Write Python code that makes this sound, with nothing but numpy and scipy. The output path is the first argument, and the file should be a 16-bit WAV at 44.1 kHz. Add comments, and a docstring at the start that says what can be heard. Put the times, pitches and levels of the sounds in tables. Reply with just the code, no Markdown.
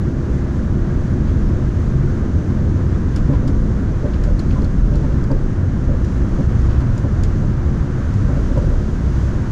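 """Inside a monorail car at cruise, microphone at a window seat; rubber tyres on a concrete beam.
From the start: a low rumble and drone of coloured noise and ringing panels, a wavering hum from under
the floor, tyre roar, ventilation hiss and a thin whistle. After a second single resonances swell as
gliding tones and panels clack or rub in noise bursts. From three seconds the trim ticks and the frame
knocks dully as the car sways: short bursts of force that ring damped modes. All run on to the end."""
import sys
import numpy as np
from scipy import signal
from scipy.fft import rfft, irfft
from scipy.io import wavfile
from scipy.ndimage import uniform_filter1d, minimum_filter1d

SR = 44100
rng = np.random.default_rng(int(sys.argv[2]) if len(sys.argv) > 2 else 0)


def persist_wave(psi):
    """Save psi, clipped to +-1, as 16-bit WAV."""
    counts = np.round(np.clip(psi, -1, 1) * 32767).astype(np.int16)
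    wavfile.write(sys.argv[1], SR, np.atleast_2d(counts).T)


N = 419391
TIME = np.arange(N) / SR
BIN_HZ = np.maximum(np.arange(N // 2 + 1) * SR / N, 1)

# Noise colours are scaled to rms 1, so their levels are relative: [f/Hz, level/dB per Hz]
# car body shaking on its springs
SHAKE_COLOUR = [(5, -5), (17, -8.5), (28, -1.5), (36, 2.5), (48, -3), (60, -2), (80, -16), (160, -59.5)]
# air booming in the cabin
BOOM_COLOUR = [(35, -27.5), (60, 2), (76, 0), (92, 1), (107, -4), (132, -1), (165, -8), (210, -17.5),
               (400, -30), (1000, -63)]
# broad drone of the walls
WALL_COLOUR = [(120, -12), (190, 3.5), (260, -2), (350, -6.5), (450, -15.5), (590, -21), (720, -27.5),
               (1400, -53.5)]
# force that drives the wall panels
PANEL_DRIVE_COLOUR = [(100, -12), (220, 4), (600, -3.5), (1200, -23)]
# tyre roar as heard through the floor
ROAR_COLOUR = [(200, -4.5), (600, 2), (860, -2.5), (970, 0), (1250, -0.5), (1600, -1.5), (2000, -9),
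               (2600, -18.5), (4000, -26.5), (9000, -51.5)]
# ventilation air
HISS_COLOUR = [(1200, -8), (2900, 1), (4000, -1), (5500, -0.5), (6200, 2), (6900, -1.5), (7700, -7),
               (8100, -11.5), (9500, -13.5), (11000, -19.5), (12200, -21.5), (15000, -45)]
# clacking and rubbing panels
RUB_COLOUR = [(600, -9), (1400, 5), (2700, 9), (5000, 2.5), (7000, -10), (12000, -30)]
# panel behind the trim; crack of the trim's snap
CLACK_COLOUR = [(600, -7.5), (1400, 5.5), (2400, -2.5), (4500, -7.5), (8000, -22)]
CRACK_COLOUR = [(2000, -8), (3500, -1), (5200, 5), (7500, -2), (9000, -8), (12500, -17), (15000, -32)]
# juddering frame; buzzing fitting; broad thud under a knock
JUDDER_COLOUR = [(200, -5.5), (450, 9), (620, -3.5), (1100, -13)]
BUZZ_COLOUR = [(400, -3.5), (850, 2.5), (1100, -5), (1400, -13), (2500, -26)]
THUD_COLOUR = [(120, -4), (250, 1.5), (450, -3), (650, -15), (1200, -25.5)]

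# ringing modes of the wall panels: [f/Hz, width/Hz, relative level/dB]
PANEL_MODES = [(214.4, 7.3, -1), (259.6, 16.6, -2.5), (313.3, 17.2, -3), (352, 21.6, -7), (424, 11, -10),
               (488.7, 16, -9.5), (596, 2.7, -15)]
# ringing modes of the trim: [f/Hz, width/Hz, relative level/dB]
TRIM_MODES = [(4650, 860, -5), (5100, 500, -2.5), (5750, 780, -5), (6800, 290, -5), (7050, 440, -12),
              (9200, 870, -19.5), (11900, 800, -17)]
# hollow modes of the frame: [f/Hz, width/Hz, relative level/dB]
FRAME_MODES = [(523.4, 80, -3), (580.6, 49, 0)]
# deep thump of the frame: [f/Hz, relative level/dB]
THUMP_MODES = [(132, 0.5), (272, -4)]

# low shaking as the beam gets rougher and smoother: [t/s, level/dB before SHAKE_GAIN_DB]
SHAKE_LEVEL = [(0.0, -27.5), (2.19, -21), (2.5, -27), (2.96, -28), (3.07, -24.5), (3.6, -21), (3.89, -26),
               (4.08, -21.5), (4.7, -21), (5.5, -22.5), (5.62, -29), (5.96, -20), (6.1, -29.5),
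               (6.4, -22.5), (7.39, -22.5), (7.8, -23.5), (7.97, -26), (8.6, -22), (9.51, -28.5)]
# hum of the drive: [t/s, level/dB before its random waver]
HUM_LEVEL = [(0, -37.5), (1.6, -40.5), (2.4, -38), (3.6, -45.5), (4.9, -41), (6.2, -41.5), (7, -43.5),
             (7.8, -39.5), (9.5, -43)]
# tyre roar: [t/s, level/dB before ROAR_GAIN_DB and flutter]
ROAR_LEVEL = [(0.1, -41.5), (1.11, -40.5), (5.41, -41), (5.43, -42), (6.81, -38.5), (6.96, -40),
              (8.52, -39), (8.8, -40.5), (9.4, -39)]
# air hiss: [t/s, level/dB before the roar's share and flutter]
HISS_LEVEL = [(0, -53), (.7, -51.5), (2.2, -52.5), (3, -52), (3.8, -53), (4.5, -51.5), (5.6, -52.5),
              (6.4, -51.5), (7.6, -52.5), (8.5, -50), (8.9, -50), (9.4, -50)]

# sway sets one resonance of the cabin or its springs booming: [centre t/s, length/s, f/Hz, level/dB]
SWELL_EVENTS = [(1.35, 0.33, 77, -18.5), (2.0, 0.27, 131, -19.5), (2.35, 0.44, 81, -21),
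                (2.5, 0.72, 131, -23), (2.76, 0.88, 89, -19), (3.16, 0.61, 28, -19.5),
                (4.362, 0.34, 28, -21), (4.95, 0.64, 42, -18), (5.396, 0.47, 27, -16.5),
                (8.72, .55, 28, -17), (5.103, 0.35, 134, -21.5), (5.62, 0.29, 90, -18),
                (6.666, 0.43, 116, -20), (6.735, 0.47, 64, -16), (6.93, 0.3, 118, -19),
                (7.212, 0.36, 89, -16.5), (8.187, 0.23, 98, -15), (8.295, 0.38, 127, -24),
                (8.5, 0.44, 55, -19), (9.177, 0.41, 61, -17)]
# short noisy clacks and rubs of the panels, some abrupt, some slow: [t/s, level/dB, rise/s, decay/s]
RUB_EVENTS = [(1.268, -49, .011, .025), (3.329, -46, .001, 0.027), (4.133, -43, .002, 0.02),
              (4.502, -45, .005, 0.022), (4.933, -50, .011, .025), (5.114, -54, .005, .02),
              (6.645, -50, .03, 0.11), (8.5, -58, .011, .13)]
# sharp ticks of the trim, levels before the mix: [t/s, snap level/dB, ring level/dB, ring f/Hz]
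TICK_EVENTS = [(3.161, -38.5, -37, 5000), (3.4753, -48, -47, 5400), (3.4785, -47, -44, 4880),
               (4.2365, -42.5, -52, 4850), (4.3932, -42.5, -36, 4300), (4.619, -56, -44, 4280),
               (4.644, -49, -41, 4300), (4.956, -49, -46, 4250), (5.239, -49, -48, 4700),
               (5.315, -51, -43, 4800), (6.046, -47.5, -52, 5900), (6.804, -48, -54, 6400),
               (6.978, -45, -43.5, 6950), (7.2355, -40, -39, 6840), (8.139, -50, -54, 6900),
               (8.576, -49.5, -52, 4300)]
# a trim piece gives a little, snaps home and rebounds: [t/s from the snap, relative level/dB]
SNAP_STEPS = [(-.0016, -10), (0, 1.5), (.0024, -7.5)]
# dull knocks of the frame, levels before the mix:
# [t/s, knock level/dB, thump level/dB, fitting's ring level/dB, fitting's f/Hz before detune and sag]
KNOCK_EVENTS = [(3.289, -26.5, -14.5, -43, 980), (3.329, -30, -22, -29.5, 994),
                (3.425, -28.5, -34, -46, 980), (3.476, -41, -17, -46, 980), (4.039, -20, -18, -38, 1030),
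                (4.268, -25, -24.5, -40, 1000), (4.556, -39, -31, -29, 1024), (4.575, -40, -32, -37, 840),
                (4.635, -36, -23, -39, 984), (4.917, -25, -32, -38, 920), (5.030, -31, -27, -33, 900),
                (5.099, -30, -28, -48, 980), (5.301, -24, -14.5, -29.5, 900), (5.336, -32, -41, -46, 820),
                (5.762, -40, -33, -34, 1040), (5.891, -22.5, -27, -44, 1000), (6.382, -21, -17, -34, 980),
                (6.681, -33, -33, -32, 977), (6.815, -33, -29, -34, 1007), (7.038, -26, -19.5, -34, 1015),
                (7.43, -29.5, -37, -44, 990), (8.288, -24, -20.5, -35, 985), (8.361, -35, -21, -46, 970),
                (8.505, -26.5, -19, -46, 980), (8.568, -19, -24, -30.5, 960), (8.605, -31, -33, -48, 980),
                (8.713, -25.5, -24.5, -49, 970)]

SHAKE_GAIN_DB, ROAR_GAIN_DB = 3.5, 2.5
BOOM_DB, DRONE_DB = -18, -25  # cabin air; wall drone at the start
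SURGE_DB, SURGE_HZ = 0.82, 5  # the boom surges with the bumps of the beam
DRONE_WAVER_DB, DRONE_WAVER_HZ, DRONE_FADE_DB_PER_S = 0.5, 3.9, 0.25
HUM_HZ, HUM_WANDER = 351.1, 0.00596  # mean pitch, and the share by which it wanders
HISS_PER_ROAR = 0.39  # dB of extra hiss for each dB of tyre roar
SWELL_WANDER = 0.02  # share by which a booming pitch wanders
SNAP_LOW_HZ, SNAP_HIGH_HZ = 4180, 11000  # the ringing snap lies mostly between these
PAIR_SPLIT = 0.03  # a trim piece rings in two modes, this share above and below its pitch
JUDDER_LEAD_S = 0.013  # the judder starts to build this long before the knock
TICK_TOP_HZ, TOP_HZ = 12300, 15000  # treble limits of the ticks and of the microphone chain


def undb(db):
    """Decibels to gain."""
    return 10 ** (np.asarray(db) / 20)


def unit(x):
    """Scale to rms 1."""
    return x / np.std(x)


def curve(table):
    """Rows of (t/s, value) as a control over time."""
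    return np.interp(TIME, *np.transpose(table))


def walk(rate):
    """Smooth random drift with spread 1, heading for a new value this many times a second."""
    k = int(SR / rate)
    steps = np.repeat(rng.standard_normal(N // k + 1), k)
    return unit(uniform_filter1d(steps, k)[:N])


def noise(spectrum):
    """Noise of rms 1 with a colour of (f/Hz, level/dB per Hz) points."""
    hz, db = np.transpose(spectrum)
    gain = undb(np.interp(np.log(BIN_HZ), np.log(hz), db, right=-120))
    return unit(irfft(rfft(rng.standard_normal(N)) * gain, N))


def chatter(grain_db):
    """Dense micro-impacts of unequal size between two surfaces."""
    return unit(rng.standard_normal(N) * undb(grain_db * rng.standard_normal(N)))


def ring(x, modes):
    """Drive damped resonances; broadband force of rms 1 rings a 0 dB mode at rms 1."""
    out = 0
    for hz, width, db in modes:
        b, a = signal.iirpeak(hz, hz / width, fs=SR)
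        narrow_band_gain = np.sqrt(SR / (np.pi * width))
        out = out + undb(db) * narrow_band_gain * signal.lfilter(b, a, x)
    return out


def contact_shape(age, rise_s, decay_s):
    """A contact that builds up and dies away, with its peak at 1."""
    shape = (1 - np.exp(-age / rise_s)) * np.exp(-age / decay_s)
    return shape / shape.max()


def blows(times, levels_db, rise_s, decay_s):
    """Force envelope of a row of contacts."""
    out = np.zeros(N)
    age = TIME[:SR // 2]
    shape = contact_shape(age, rise_s, decay_s)
    for s, db in zip(times, levels_db):
        part = out[int(s * SR):][:len(age)]
        part += undb(db) * shape[:len(part)]
    return out


def struck(times, levels_db, pitches_hz, rise_s, decay_s, sag=0):
    """A mode rung by each contact, slightly detuned each time; its pitch falls by sag as it fades."""
    out = np.zeros(N)
    age = TIME[:SR // 4]
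    shape = contact_shape(age, rise_s, decay_s)
    chance = rng.random((len(times), 2))
    pitches_hz = np.broadcast_to(pitches_hz, len(times))
    for s, db, hz, (turn, detune) in zip(times, levels_db, pitches_hz, chance):
        fall = sag * (np.exp(-age / decay_s) - 0.5)
        pitch = hz * (1 + 0.02 * (detune - 0.5) + fall)
        tone = np.sqrt(2) * np.sin(2 * np.pi * (np.cumsum(pitch) / SR + turn))
        part = out[int(s * SR):][:len(age)]
        part += (undb(db) * tone * shape)[:len(part)]
    return out


def body(shake_db):
    """The beam shakes the car on its springs; the cabin air booms and the wall panels drone and ring."""
    shake = noise(SHAKE_COLOUR) * undb(shake_db + SHAKE_GAIN_DB)
    boom = noise(BOOM_COLOUR) * undb(BOOM_DB + SURGE_DB * walk(SURGE_HZ))
    panels = unit(ring(noise(PANEL_DRIVE_COLOUR), PANEL_MODES))
    drone = noise(WALL_COLOUR) + undb(-3.5) * panels
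    drone_db = DRONE_DB - DRONE_FADE_DB_PER_S * TIME + DRONE_WAVER_DB * walk(DRONE_WAVER_HZ)
    return shake + boom + drone * undb(drone_db)


def hum():
    """A faint hum of the drive comes through the floor, wavering in pitch and strength."""
    hz = HUM_HZ * (1 + HUM_WANDER * walk(9))
    tone = np.sqrt(2) * np.sin(2 * np.pi * np.cumsum(hz) / SR)
    return tone * undb(curve(HUM_LEVEL) + 2.5 * walk(7))


def tyres(roar_db):
    """Tread roar, muffled by the floor, fluttering with the texture of the concrete."""
    return noise(ROAR_COLOUR) * undb(roar_db + ROAR_GAIN_DB + 0.5 * walk(14))


def air(roar_db):
    """Air hiss that swells with the tyre roar, and a thin electrical whistle."""
    hiss_db = curve(HISS_LEVEL) + HISS_PER_ROAR * (roar_db - roar_db.mean())
    hiss = noise(HISS_COLOUR) * undb(hiss_db + 0.62 * walk(9.7))
    whistle_hz = 5280 + 3 * walk(4.7)
    whistle = np.sin(2 * np.pi * np.cumsum(whistle_hz) / SR) * undb(-75 + 2 * walk(3))
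    return hiss + whistle


def swells():
    """Resonances that swell and fade in a smooth arch, their pitch wandering."""
    out = np.zeros(N)
    clock = np.cumsum(1 + SWELL_WANDER * walk(12)) / SR  # uneven time bends the pitch
    for (s, length, hz, db), turn in zip(SWELL_EVENTS, rng.random(len(SWELL_EVENTS))):
        near = np.abs(TIME - s) < length / 2
        arch = np.cos(np.pi * (TIME[near] - s) / length) ** 2
        tone = np.sqrt(2) * np.sin(2 * np.pi * (hz * clock[near] + turn))
        out[near] += undb(db) * arch * tone
    return out


def panel_clacks_and_rubs():
    """Panels clack or rub: bursts of uneven noise, with fast or slow onset."""
    unevenness = undb(3 * walk(400) - 0.7)
    bursts = sum(blows([s], [db], rise_s=rise, decay_s=decay) for s, db, rise, decay in RUB_EVENTS)
    return bursts * noise(RUB_COLOUR) * unevenness


def trim_ticks():
    """Plastic trim snaps and rings; the panel behind clacks, and the cabin scatters brief reflections."""
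    s, db, ring_db, ring_hz = np.transpose(TICK_EVENTS)
    snap = sum(blows(s + lag, db + step_db, rise_s=0.0003, decay_s=0.0009) for lag, step_db in SNAP_STEPS)
    cabin = undb(-10.5) * blows(s, db, rise_s=0.003, decay_s=0.012)
    rings = ring((snap + cabin) * chatter(grain_db=2.5), TRIM_MODES)
    bright = signal.sosfilt(signal.butter(4, SNAP_LOW_HZ, "high", fs=SR, output="sos"), rings)
    bright = signal.sosfilt(signal.butter(1, SNAP_HIGH_HZ, fs=SR, output="sos"), bright)
    crack = snap * noise(CRACK_COLOUR)
    piece = sum(struck(s, ring_db, ring_hz * (1 + side * PAIR_SPLIT), rise_s=0.0004, decay_s=0.0036)
                for side in (-1, 1))
    clack = blows(s, db, rise_s=0.0013, decay_s=0.015) * noise(CLACK_COLOUR)
    ticks = bright + undb(-6) * crack + undb(-3.5) * piece + undb(1.5) * clack
    return signal.sosfilt(signal.butter(4, TICK_TOP_HZ, fs=SR, output="sos"), ticks)


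def frame_knocks():
    """Frame parts take up their play: deep thump, hollow knock with uneven judder, loose fitting's ring."""
    s, db, thump_db, fitting_db, fitting_hz = np.transpose(KNOCK_EVENTS)
    thump = sum(struck(s, thump_db + mode_db, hz, rise_s=0.017, decay_s=0.014)
                for hz, mode_db in THUMP_MODES)
    thud = blows(s, thump_db, rise_s=0.0076, decay_s=0.022) * noise(THUD_COLOUR)
    knock = sum(struck(s, db + mode_db, hz, rise_s=0.01, decay_s=0.016)
                for hz, _, mode_db in FRAME_MODES)
    stutter = undb(3.5 * walk(110) - 1.4)  # uneven contact, shared by judder and buzz
    shudder = blows(s - JUDDER_LEAD_S, db, rise_s=0.02, decay_s=0.037)
    judder = ring(stutter * shudder * noise(JUDDER_COLOUR), FRAME_MODES)
    fitting = struck(s, fitting_db, fitting_hz, rise_s=0.0057, decay_s=0.017, sag=0.03)
    buzz = stutter * blows(s, fitting_db, rise_s=0.0044, decay_s=0.023) * noise(BUZZ_COLOUR)
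    deep = thump + undb(-11.5) * thud
    hollow = undb(-8.5) * knock + undb(-28.5) * judder
    return deep + hollow + undb(-6.5) * (fitting + buzz)


def scene():
    """All that reaches a passenger at the window, on one channel."""
    roar_db = curve(ROAR_LEVEL)
    running = body(curve(SHAKE_LEVEL)) + hum() + tyres(roar_db) + air(roar_db)
    passing = swells() + panel_clacks_and_rubs() + trim_ticks() + frame_knocks()
    return (running + passing)[None]


def record(dry):
    """A limiter eases down the largest peaks, mostly swells of the rumble; the top is cut."""
    ceiling, size = 0.62, int(0.02 * SR)  # share of full scale; window in samples
    gain = np.minimum(1, ceiling / (np.abs(dry) + 1e-9))
    gain = uniform_filter1d(minimum_filter1d(gain, size), size)
    return signal.sosfilt(signal.ellip(8, 0.2, 70, TOP_HZ, fs=SR, output="sos"), dry * gain)


dry = scene()
out = record(dry)
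persist_wave(out)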